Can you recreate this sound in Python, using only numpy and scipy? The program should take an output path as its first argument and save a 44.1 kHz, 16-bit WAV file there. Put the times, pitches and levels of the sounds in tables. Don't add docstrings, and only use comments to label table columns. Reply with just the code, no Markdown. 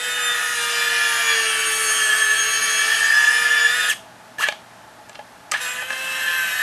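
import sys
import numpy as np
from scipy import signal
from scipy.fft import rfft, irfft, next_fast_len
from scipy.io import wavfile
from scipy.ndimage import uniform_filter1d, map_coordinates

SR = 44100
rng = np.random.default_rng(int(sys.argv[2]) if len(sys.argv) > 2 else 0)


def transcribe(signal):
    frames = np.atleast_2d(signal).T
    limited = np.clip(frames, -1, 1)
    pcm = np.round(limited * 32767).astype(np.int16)
    wavfile.write(sys.argv[1], SR, pcm)


N = 291942

TEETH = 7.417
REVERSE_S = 5.5


def motor():
    mesh_hz, ring_db, grind_db, rasp_db, hiss_db, whine_db, shaft_db = controls()
    shaft = rotation(mesh_hz)
    dull_db = 17 * shaft["unsteady"]
    load_db = grind_db - dull_db
    tones = mesh_whine(shaft, whine_db, hiss_db) + can_whistle(shaft, ring_db)
    tones = tones + low_tones(shaft, shaft_db - dull_db, load_db) + gear_train(shaft, load_db)
    return tones + rubbing(shaft, grind_db, rasp_db, hiss_db) + housing_ring(shaft, ring_db)


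# t/s, tooth-mesh rate f/Hz
RAISING_SPEED = [(0.0, 3647), (0.53, 3555), (0.58, 3505), (0.79, 3502), (1.32, 3376), (1.43, 3293),
                 (1.97, 3250), (2.12, 3183), (2.18, 3245), (2.27, 3194), (2.37, 3249), (2.84, 3293),
                 (3.1, 3338), (3.15, 3429), (3.39, 3490), (3.67, 3472), (3.75, 3622), (3.88, 3598)]
# t/s, tooth-mesh rate f/Hz
LOWERING_SPEED = [(5.62, 3734), (5.66, 3696), (5.822, 3750), (5.898, 3904), (6.352, 3876), (6.522, 3777),
                  (6.62, 3776)]
# t/s, control level/dB of housing ring, grind, rasp, hiss, mesh whine, shaft tone
RAISING_LEVELS = [(0, -37, -27.5, -38, -31, -35.5, -42), (.25, -29, -26, -35, -30, -30, -42.5),
                  (.52, -23.5, -27, -32, -29, -42.5, -47.5), (.65, -24, -25, -28.5, -29.5, -36.5, -42.5),
                  (.77, -23, -24, -28.5, -29, -34, -40.5), (.95, -19.5, -23, -29, -28.5, -37.5, -41),
                  (1.15, -25, -22.5, -28.5, -28, -31, -45.5), (1.35, -20.5, -23, -28, -28.5, -26.5, -37),
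                  (1.55, -25, -24, -31.5, -27.5, -43, -39.5), (1.9, -23, -24, -31, -25.5, -33, -40),
                  (2.05, -17, -25.5, -30, -26, -33, -42), (2.35, -17.5, -25, -31, -27.5, -33, -42),
                  (2.55, -21, -24.5, -29.5, -29, -29.5, -44), (2.9, -16, -23.5, -28, -28, -35, -48.5),
                  (3.12, -12.5, -25, -30.5, -29.5, -38, -52.5), (3.4, -15, -24, -32, -30, -36.5, -47),
                  (3.63, -14, -23.5, -32.5, -30.5, -31.5, -44.5),
                  (3.885, -19.5, -23.5, -32.5, -28, -35, -47)]
# t/s, control level/dB of housing ring, grind, rasp, hiss, mesh whine, shaft tone
LOWERING_LEVELS = [(5.615, -21.5, -29.5, -34.5, -30, -38, -46), (5.689, -26, -27.5, -37, -33, -42, -50),
                   (5.745, -28, -30, -40, -34, -51, -47), (5.82, -19, -31.5, -42, -36.5, -46, -47.5),
                   (5.87, -42, -34.5, -47, -41, -54, -44), (5.92, -36, -30, -38.5, -35.5, -58, -43.5),
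                   (6.12, -23, -28.5, -38, -34, -45, -43.5), (6.3, -17.5, -26, -37, -33, -47, -45),
                   (6.495, -21.5, -26.5, -34.5, -31.5, -41, -54.5),
                   (6.62, -12, -27.5, -35, -31.5, -40.5, -59)]
# t/s, tooth-mesh rate f/Hz, control level/dB of housing ring, grind, rasp, hiss
KICK_BACK = [(4.376, 300, -110, -110, -110, -110), (4.385, 600, -22.5, -31, -39, -36),
             (4.41, 1250, -19, -29, -32, -27), (4.426, 2257, -13, -17.5, -33.5, -26),
             (4.445, 3377, -11, -20.5, -39, -35), (4.46, 2884, -29, -24, -36.5, -46),
             (4.482, 2176, -31, -21.5, -41, -34), (4.51, 1200, -110, -110, -110, -110)]
# t/s, tooth-mesh rate f/Hz, control level/dB of housing ring, grind, rasp, hiss
START_DOWN = [(5.508, 298.5, -110, -110, -110, -110), (5.522, 805, -41, -38, -31.5, -36),
              (5.55, 2287, -10, -19.5, -46, -46.5), (5.575, 3168, -40.5, -29.5, -40, -41.5),
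              (5.602, 3720, -37.5, -28, -47, -40)]


def controls():
    brake_s, brake_hz_per_s = 3.893, 41000
    jolt_s, fade_s, dead_s = 0.0085, 0.044, 0.065
    jolt_db, fade_db = (5, 0, 1, 8, 17.5, -5.5), (-5, -1.5, 1, -9, -6, -6)
    kick_whine_db, start_whine_db = -5, -16.5
    jerk_shaft_db = -25.5
    jerks = np.array(KICK_BACK + START_DOWN)
    jerk_s, jerk_grind_db, jerk_hiss_db = jerks[:, 0], jerks[:, 3], jerks[:, 5]

    top_hz = RAISING_SPEED[-1][1]
    braking = [(brake_s, top_hz), (brake_s + dead_s, top_hz - brake_hz_per_s * dead_s)]
    mesh_hz, = curves(np.vstack([RAISING_SPEED, braking, jerks[:, :2], LOWERING_SPEED]))

    jerk_whine_db = jerk_hiss_db + np.where(jerk_s > REVERSE_S, start_whine_db, kick_whine_db)
    jerk_levels = np.column_stack([jerk_s, jerks[:, 2:], jerk_whine_db, jerk_grind_db + jerk_shaft_db])
    last_db = np.array(RAISING_LEVELS[-1][1:])
    braked = [(brake_s + jolt_s, *(last_db + jolt_db)),
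              (brake_s + fade_s, *(last_db + fade_db)),
              (brake_s + dead_s, *(0 * last_db - 110))]
    return mesh_hz, *curves(np.vstack([RAISING_LEVELS, braked, jerk_levels, LOWERING_LEVELS]))


def rotation(mesh_hz):
    speedup = np.gradient(np.log(mesh_hz)) * SR / 6
    slack = np.clip(speedup, 0, 1)
    slow = np.clip((3100 - mesh_hz) / 500, 0, 1)
    shiver = 0.002017 * wobble(40)
    chatter = 0.0129 * slack * wobble(200)
    turn_hz = mesh_hz / TEETH
    return dict(turn_hz=turn_hz, turns=np.cumsum(turn_hz * (1 + shiver + chatter)) / SR, slack=slack,
                unsteady=np.maximum(np.clip(abs(speedup), 0, 1), slow),
                lowering=np.arange(N) / SR > REVERSE_S)


def tone(shaft, order, db, waver_db):
    level_db = db + waver_db * wobble(25) + 7.4 * shaft["slack"] * wobble(180)
    return np.sqrt(2) * amp(level_db) * np.sin(2 * np.pi * (order * shaft["turns"] + rng.random()))


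def by_direction(shaft, up_db, down_db):
    return np.where(shaft["lowering"], down_db, up_db)


# f/Hz, width/Hz, gain/dB
TONE_RESONANCES = [(933.6, 51, 15), (1247, 44, 9.5), (1451, 36, 5), (1550, 65, 3.5), (2160, 40, 0),
                   (2264, 70, 5.5), (2367, 35, 8), (2646, 57, 5.5), (3085, 64, 7.5), (3136, 35, 5),
                   (3190, 80, 1), (3650, 73, 2), (6580, 280, 10), (7430, 59, 7), (8700, 300, -9),
                   (11520, 730, 16.5)]


def resonance_db(shaft, order):
    hz = order * shaft["turn_hz"]
    gain_db = sum(db / (1 + (2 * (hz - c) / w) ** 2) for c, w, db in TONE_RESONANCES)
    return (1 - shaft["unsteady"]) * gain_db


def resonant_tones(shaft, rows, db, waver_db, drift_db):
    out = np.zeros(N)
    for order, up_db, down_db in rows:
        level_db = db + by_direction(shaft, up_db, down_db) + resonance_db(shaft, order)
        out += tone(shaft, order, level_db + drift_db * wobble(5.011), waver_db)
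    return out


# order/(cycles per turn), level/dB re whine before reversal, after
MESH_TONES = [(TEETH, 0, 0), (2 * TEETH, -5.5, -5)]
# order/(cycles per turn), level/dB re hiss before reversal, re whine after
THIRD_MESH_TONE = [(3 * TEETH, -12, -13.5)]


def mesh_whine(shaft, whine_db, hiss_db):
    first = resonant_tones(shaft, MESH_TONES[:1], whine_db, waver_db=3.0, drift_db=1.2)
    second_db = whine_db - 7 * shaft["unsteady"]
    second = resonant_tones(shaft, MESH_TONES[1:], second_db, waver_db=3.1, drift_db=1.85)
    third_db = by_direction(shaft, hiss_db, whine_db)
    third = resonant_tones(shaft, THIRD_MESH_TONE, third_db, waver_db=2.5, drift_db=1.96)
    mode = modes([(8680, 680, 0)])
    twentieth = ~shaft["lowering"] * tone(shaft, 20, hiss_db - 3, 2.1)
    return first + second + third + filtered(twentieth, lambda hz: mode(hz) ** 2)


def can_whistle(shaft, ring_db):
    whistle = tone(shaft, 1.5 * TEETH, ring_db - 21.5, 4.67) * ~shaft["lowering"] * (1 - shaft["slack"])
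    return filtered(whistle, modes([(5167, 120, -1.9)]))


# order/(cycles per turn), level/dB re load before reversal, after
LOW_TONES = [(2, -30.5, -17), (2.6, -15, -20), (3, -12.5, -8), (5, -17.5, -7.5), (5.19, -14.5, -37.5),
             (6, -14.5, -17.5), (7, -18.5, -26)]


def low_tones(shaft, shaft_db, load_db):
    low_orders = resonant_tones(shaft, LOW_TONES, load_db, waver_db=2.0, drift_db=1.47)
    return tone(shaft, 1, shaft_db, 1.79) + low_orders


# order/(cycles per turn), level/dB re load before reversal, after (ahead of the body)
TRAIN_ORDERS = [(0.754, -26, -29), (1.485, -20, -18), (2.39, -49, -11), (3.429, -5, -12),
                (3.663, -7, -18.5), (3.975, 1.5, -2), (4.46, -8, -28), (5.37, -13.5, -21.5),
                (6.402, -5.5, -30.5), (7.75, -14, -14.5), (8.05, -19, -34), (8.15, -16.5, -37),
                (8.3, -30.5, -38), (10.13, -9, -22), (10.56, -16, -14), (12.935, -16.5, -33.5),
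                (12.67, -26.5, -42), (14.94, -22.5, -40), (16.91, -28, -30), (17.4, -23, -28),
                (19.12, -13, -20), (26.06, -25.5, -34.5)]


def gear_train(shaft, load_db):
    train = sum(tone(shaft, order, load_db + by_direction(shaft, up_db, down_db), 3.4)
                for order, up_db, down_db in TRAIN_ORDERS)
    return filtered(train, lambda hz: amp(-5.5) * frame(hz) + amp(-1.5) * housing(hz))


# f/Hz, relative density level/dB
GRIND_COLOUR = [(180, -48), (300, -29.5), (393, -46), (453, -13.5), (504, -28), (652, -16), (1340, -5.5),
                (1730, 3), (2140, -7), (2810, 0.5), (5000, -30.5), (6500, -56.5), (11000, -120)]
# f/Hz, relative density level/dB
RASP_COLOUR = [(3200, -16), (4000, 3), (5000, -1.5), (6200, 2.5), (7200, -19)]
# f/Hz, relative density level/dB
HISS_COLOUR = [(5500, -21), (6400, -4), (7600, 3), (9000, 1), (10500, -3), (11800, -1), (13000, -5)]


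def rubbing(shaft, grind_db, rasp_db, hiss_db):
    def rub(depth, colour, body):
        throb = 1 + depth * np.cos(2 * np.pi * shaft["turns"])
        return unit(filtered(throb * patchy(patchy_db=3.5), lambda hz: amp(along(colour, hz)) * body(hz)))

    grind = amp(grind_db - 3.0) * rub(0.98, GRIND_COLOUR, frame)
    rasp = amp(rasp_db - 2.5) * rub(0.394, RASP_COLOUR, can)
    hiss = amp(hiss_db - 3) * rub(0.365, HISS_COLOUR, can)
    return amp(1.28 * shaft["slack"] * wobble(150)) * (grind + rasp + hiss)


def housing_ring(shaft, ring_db):
    ring = unit(filtered(rng.standard_normal(N), housing))
    sung = tone(shaft, TEETH / 2, ring_db - 3.5, 0.58) + tone(shaft, 4, ring_db - 2.5, 0.53)
    sung = sung * (1 - shaft["slack"]) * ~shaft["lowering"]
    return amp(ring_db - 9) * ring + filtered(sung, housing)


# f/Hz, width/Hz, level/dB
HOUSING_MODES = [(1688.5, 64, -6.5), (1730.6, 36.7, 1.5), (1795, 21, -5), (1842, 22, -9.5)]


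def housing(hz):
    return modes(HOUSING_MODES)(hz)


# f/Hz, width/Hz, level/dB
FRAME_MODES = [(620, 77, -6), (966, 240, -12.5), (1223.4, 67, -6), (1523, 23, -35), (2310, 30, -27.5),
               (2670, 25, -3), (2804, 17.5, -26.5), (3256, 24, 4), (3301, 72, -2.5), (4136, 112, 5)]


def frame(hz):
    return amp(-5) + modes(FRAME_MODES)(hz)


# f/Hz, width/Hz, level/dB
CAN_MODES = [(4340, 22, -6), (4550, 130, -4), (4999, 146, -5), (6000, 91, -34), (6580, 89, -3.5),
             (8040, 35, 5), (7935, 49, -2.5), (8800, 128, -16), (10310, 170, -17), (11710, 96, 1)]


def can(hz):
    return amp(-4.0) + modes(CAN_MODES)(hz)


def patchy(patchy_db):
    z = signal.stft(rng.standard_normal(N), nperseg=1024)[2]
    field = uniform_filter1d(rng.standard_normal(z.shape), size=4, axis=0)
    field = uniform_filter1d(field, size=24, axis=1)
    return signal.istft(z * amp(patchy_db * unit(field)), nperseg=1024)[1][:N]


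# t/s, level/dB, added crack level/dB, added level/dB of ring below 1 kHz
RIG_TICKS = [(4.4857, -7, -9, -12.5), (4.522, -17, -15, -9), (4.539, -32, -21, -13.5),
             (5.088, -52, 17.5, 4), (5.0948, -29, 5, -18.5), (5.1294, -30, -20, -4),
             (5.1474, -29.5, -25, -20), (5.1541, -26, -5.5, -7), (5.1904, -29, -25, 1.5),
             (5.1974, -41, -19, 5), (5.5144, -18, 7, -28), (5.5182, -9, 9.5, -24),
             (5.5367, -11, -19, -11.5), (5.8217, -21, -22, -5), (5.904, -17, -14, -3.5),
             (5.9284, -17.5, -2, -11.5)]
# f/Hz, relative level/dB, t60/s
KNOCK_MODES = [(227.07, -13.5, 0.038), (620, 5, 0.034), (828, 6.5, 0.046), (1239, -11.5, 0.075),
               (1688, 2, 0.0378), (2050, -10.5, 0.027), (2380, 5, 0.012), (2730, -1, 0.014),
               (3130, -13.5, 0.052), (4170, -24, 0.051)]


def ticks():
    out, t = np.zeros(N + SR), np.arange(SR // 5) / SR

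    def band(lo_hz, hi_hz):
        sos = signal.butter(2, (lo_hz, hi_hz), "band", fs=SR, output="sos")
        return signal.sosfilt(sos, rng.standard_normal(len(t)))

    for s, db, treble_db, knock_db in RIG_TICKS:
        ring = np.zeros(len(t))
        for hz, mode_db, t60 in KNOCK_MODES:
            level_db = mode_db + (knock_db if hz < 1000 else 0) + rng.normal(0, 5.4)
            ring += amp(level_db - 60 * t / t60) * np.sin(2 * np.pi * hz * t)
        puff = amp(4 - 60 * t / 0.024) * band(655, 3830)
        crack = amp(treble_db + 1.5 - 60 * t / 0.0077) * band(4920, 8200)
        onset = 1 - np.exp(-t / 0.0016)
        out[round(s * SR):][:len(t)] += amp(db) * ((amp(-6) * ring + puff) * onset + crack)
    return out[:N]


# f/Hz, t60/s
ROOM_DECAY = [(300, 0.28), (1750, 0.16), (3200, 0.32), (10000, 0.27)]


def room(x):
    hz, t, z = signal.stft(rng.standard_normal(SR // 2), SR, nperseg=256)
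    tail = signal.istft(z * amp(-60 * t / along(ROOM_DECAY, hz)[:, None]), SR, nperseg=256)[1]
    delayed = np.pad(x, (300, 0))
    return signal.fftconvolve(delayed, tail / np.linalg.norm(tail))[:N]


# f/Hz, relative density level/dB
AIR_COLOUR = [(15, -43), (25, -15), (123, -9), (148, -11.5), (183, -3), (208, -8.5), (231, -4), (325, -8),
              (422, -9), (770, -7.5), (855, 3), (925, -5.5), (1730, -6.5), (2080, -12.5), (13000, -25.5)]
# f/Hz, width/Hz, level/dB
DRONE_MODES = [(644, 51, 7), (868, 126, 1), (1707.7, 69, -4)]
# f/Hz, mean level/dB
MAINS_TONES = [(118.4, -64), (177.6, -68), (242.2, -68)]


def workshop():
    air_db = -43 - 2.5 + 0.35 * wobble(4.183)
    drone_db = -43 - 7.5 + 0.7 * wobble(6)
    air = unit(filtered(rng.standard_normal(N), lambda hz: amp(along(AIR_COLOUR, hz))))
    drone = unit(filtered(rng.standard_normal(N), modes(DRONE_MODES)))
    t = np.arange(N) / SR
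    hum = sum(np.sqrt(2) * amp(db + 1.33 * wobble(3.6)) * np.sin(2 * np.pi * hz * t) for hz, db in MAINS_TONES)
    return amp(air_db) * air + amp(drone_db) * drone + hum


def amp(db):
    return 10 ** (np.asarray(db) / 20)


def unit(x):
    return x / np.sqrt(np.mean(x ** 2) + 1e-20)


def along(points, hz):
    f, v = np.transpose(points)
    return np.interp(np.log(hz + 1), np.log(f + 1), v)


def curves(rows):
    s, *cols = np.transpose(rows)
    return [np.interp(np.arange(N) / SR, s, c) for c in cols]


def wobble(rate):
    return map_coordinates(rng.standard_normal(int(N * rate / SR) + 4), [np.arange(N) * rate / SR])


def filtered(x, response):
    m = next_fast_len(N + SR // 2)
    return irfft(rfft(x, m) * response(np.fft.rfftfreq(m, 1 / SR)), m)[..., :N]


def modes(table):
    def response(f):
        return sum((-1) ** k * amp(db) * 1j * f * w / (c * c - f * f + 1j * f * w)
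                   for k, (c, w, db) in enumerate(table))
    return response


def scene():
    rig = motor() + ticks()
    return np.tile(rig + amp(-11.0) * room(rig) + workshop(), (2, 1))


def record(dry):
    top_hz = 12780
    return filtered(dry, lambda hz: (1j * hz / (28 + 1j * hz)) ** 2 * (hz < top_hz))


dry = scene()
out = record(dry)
transcribe(out)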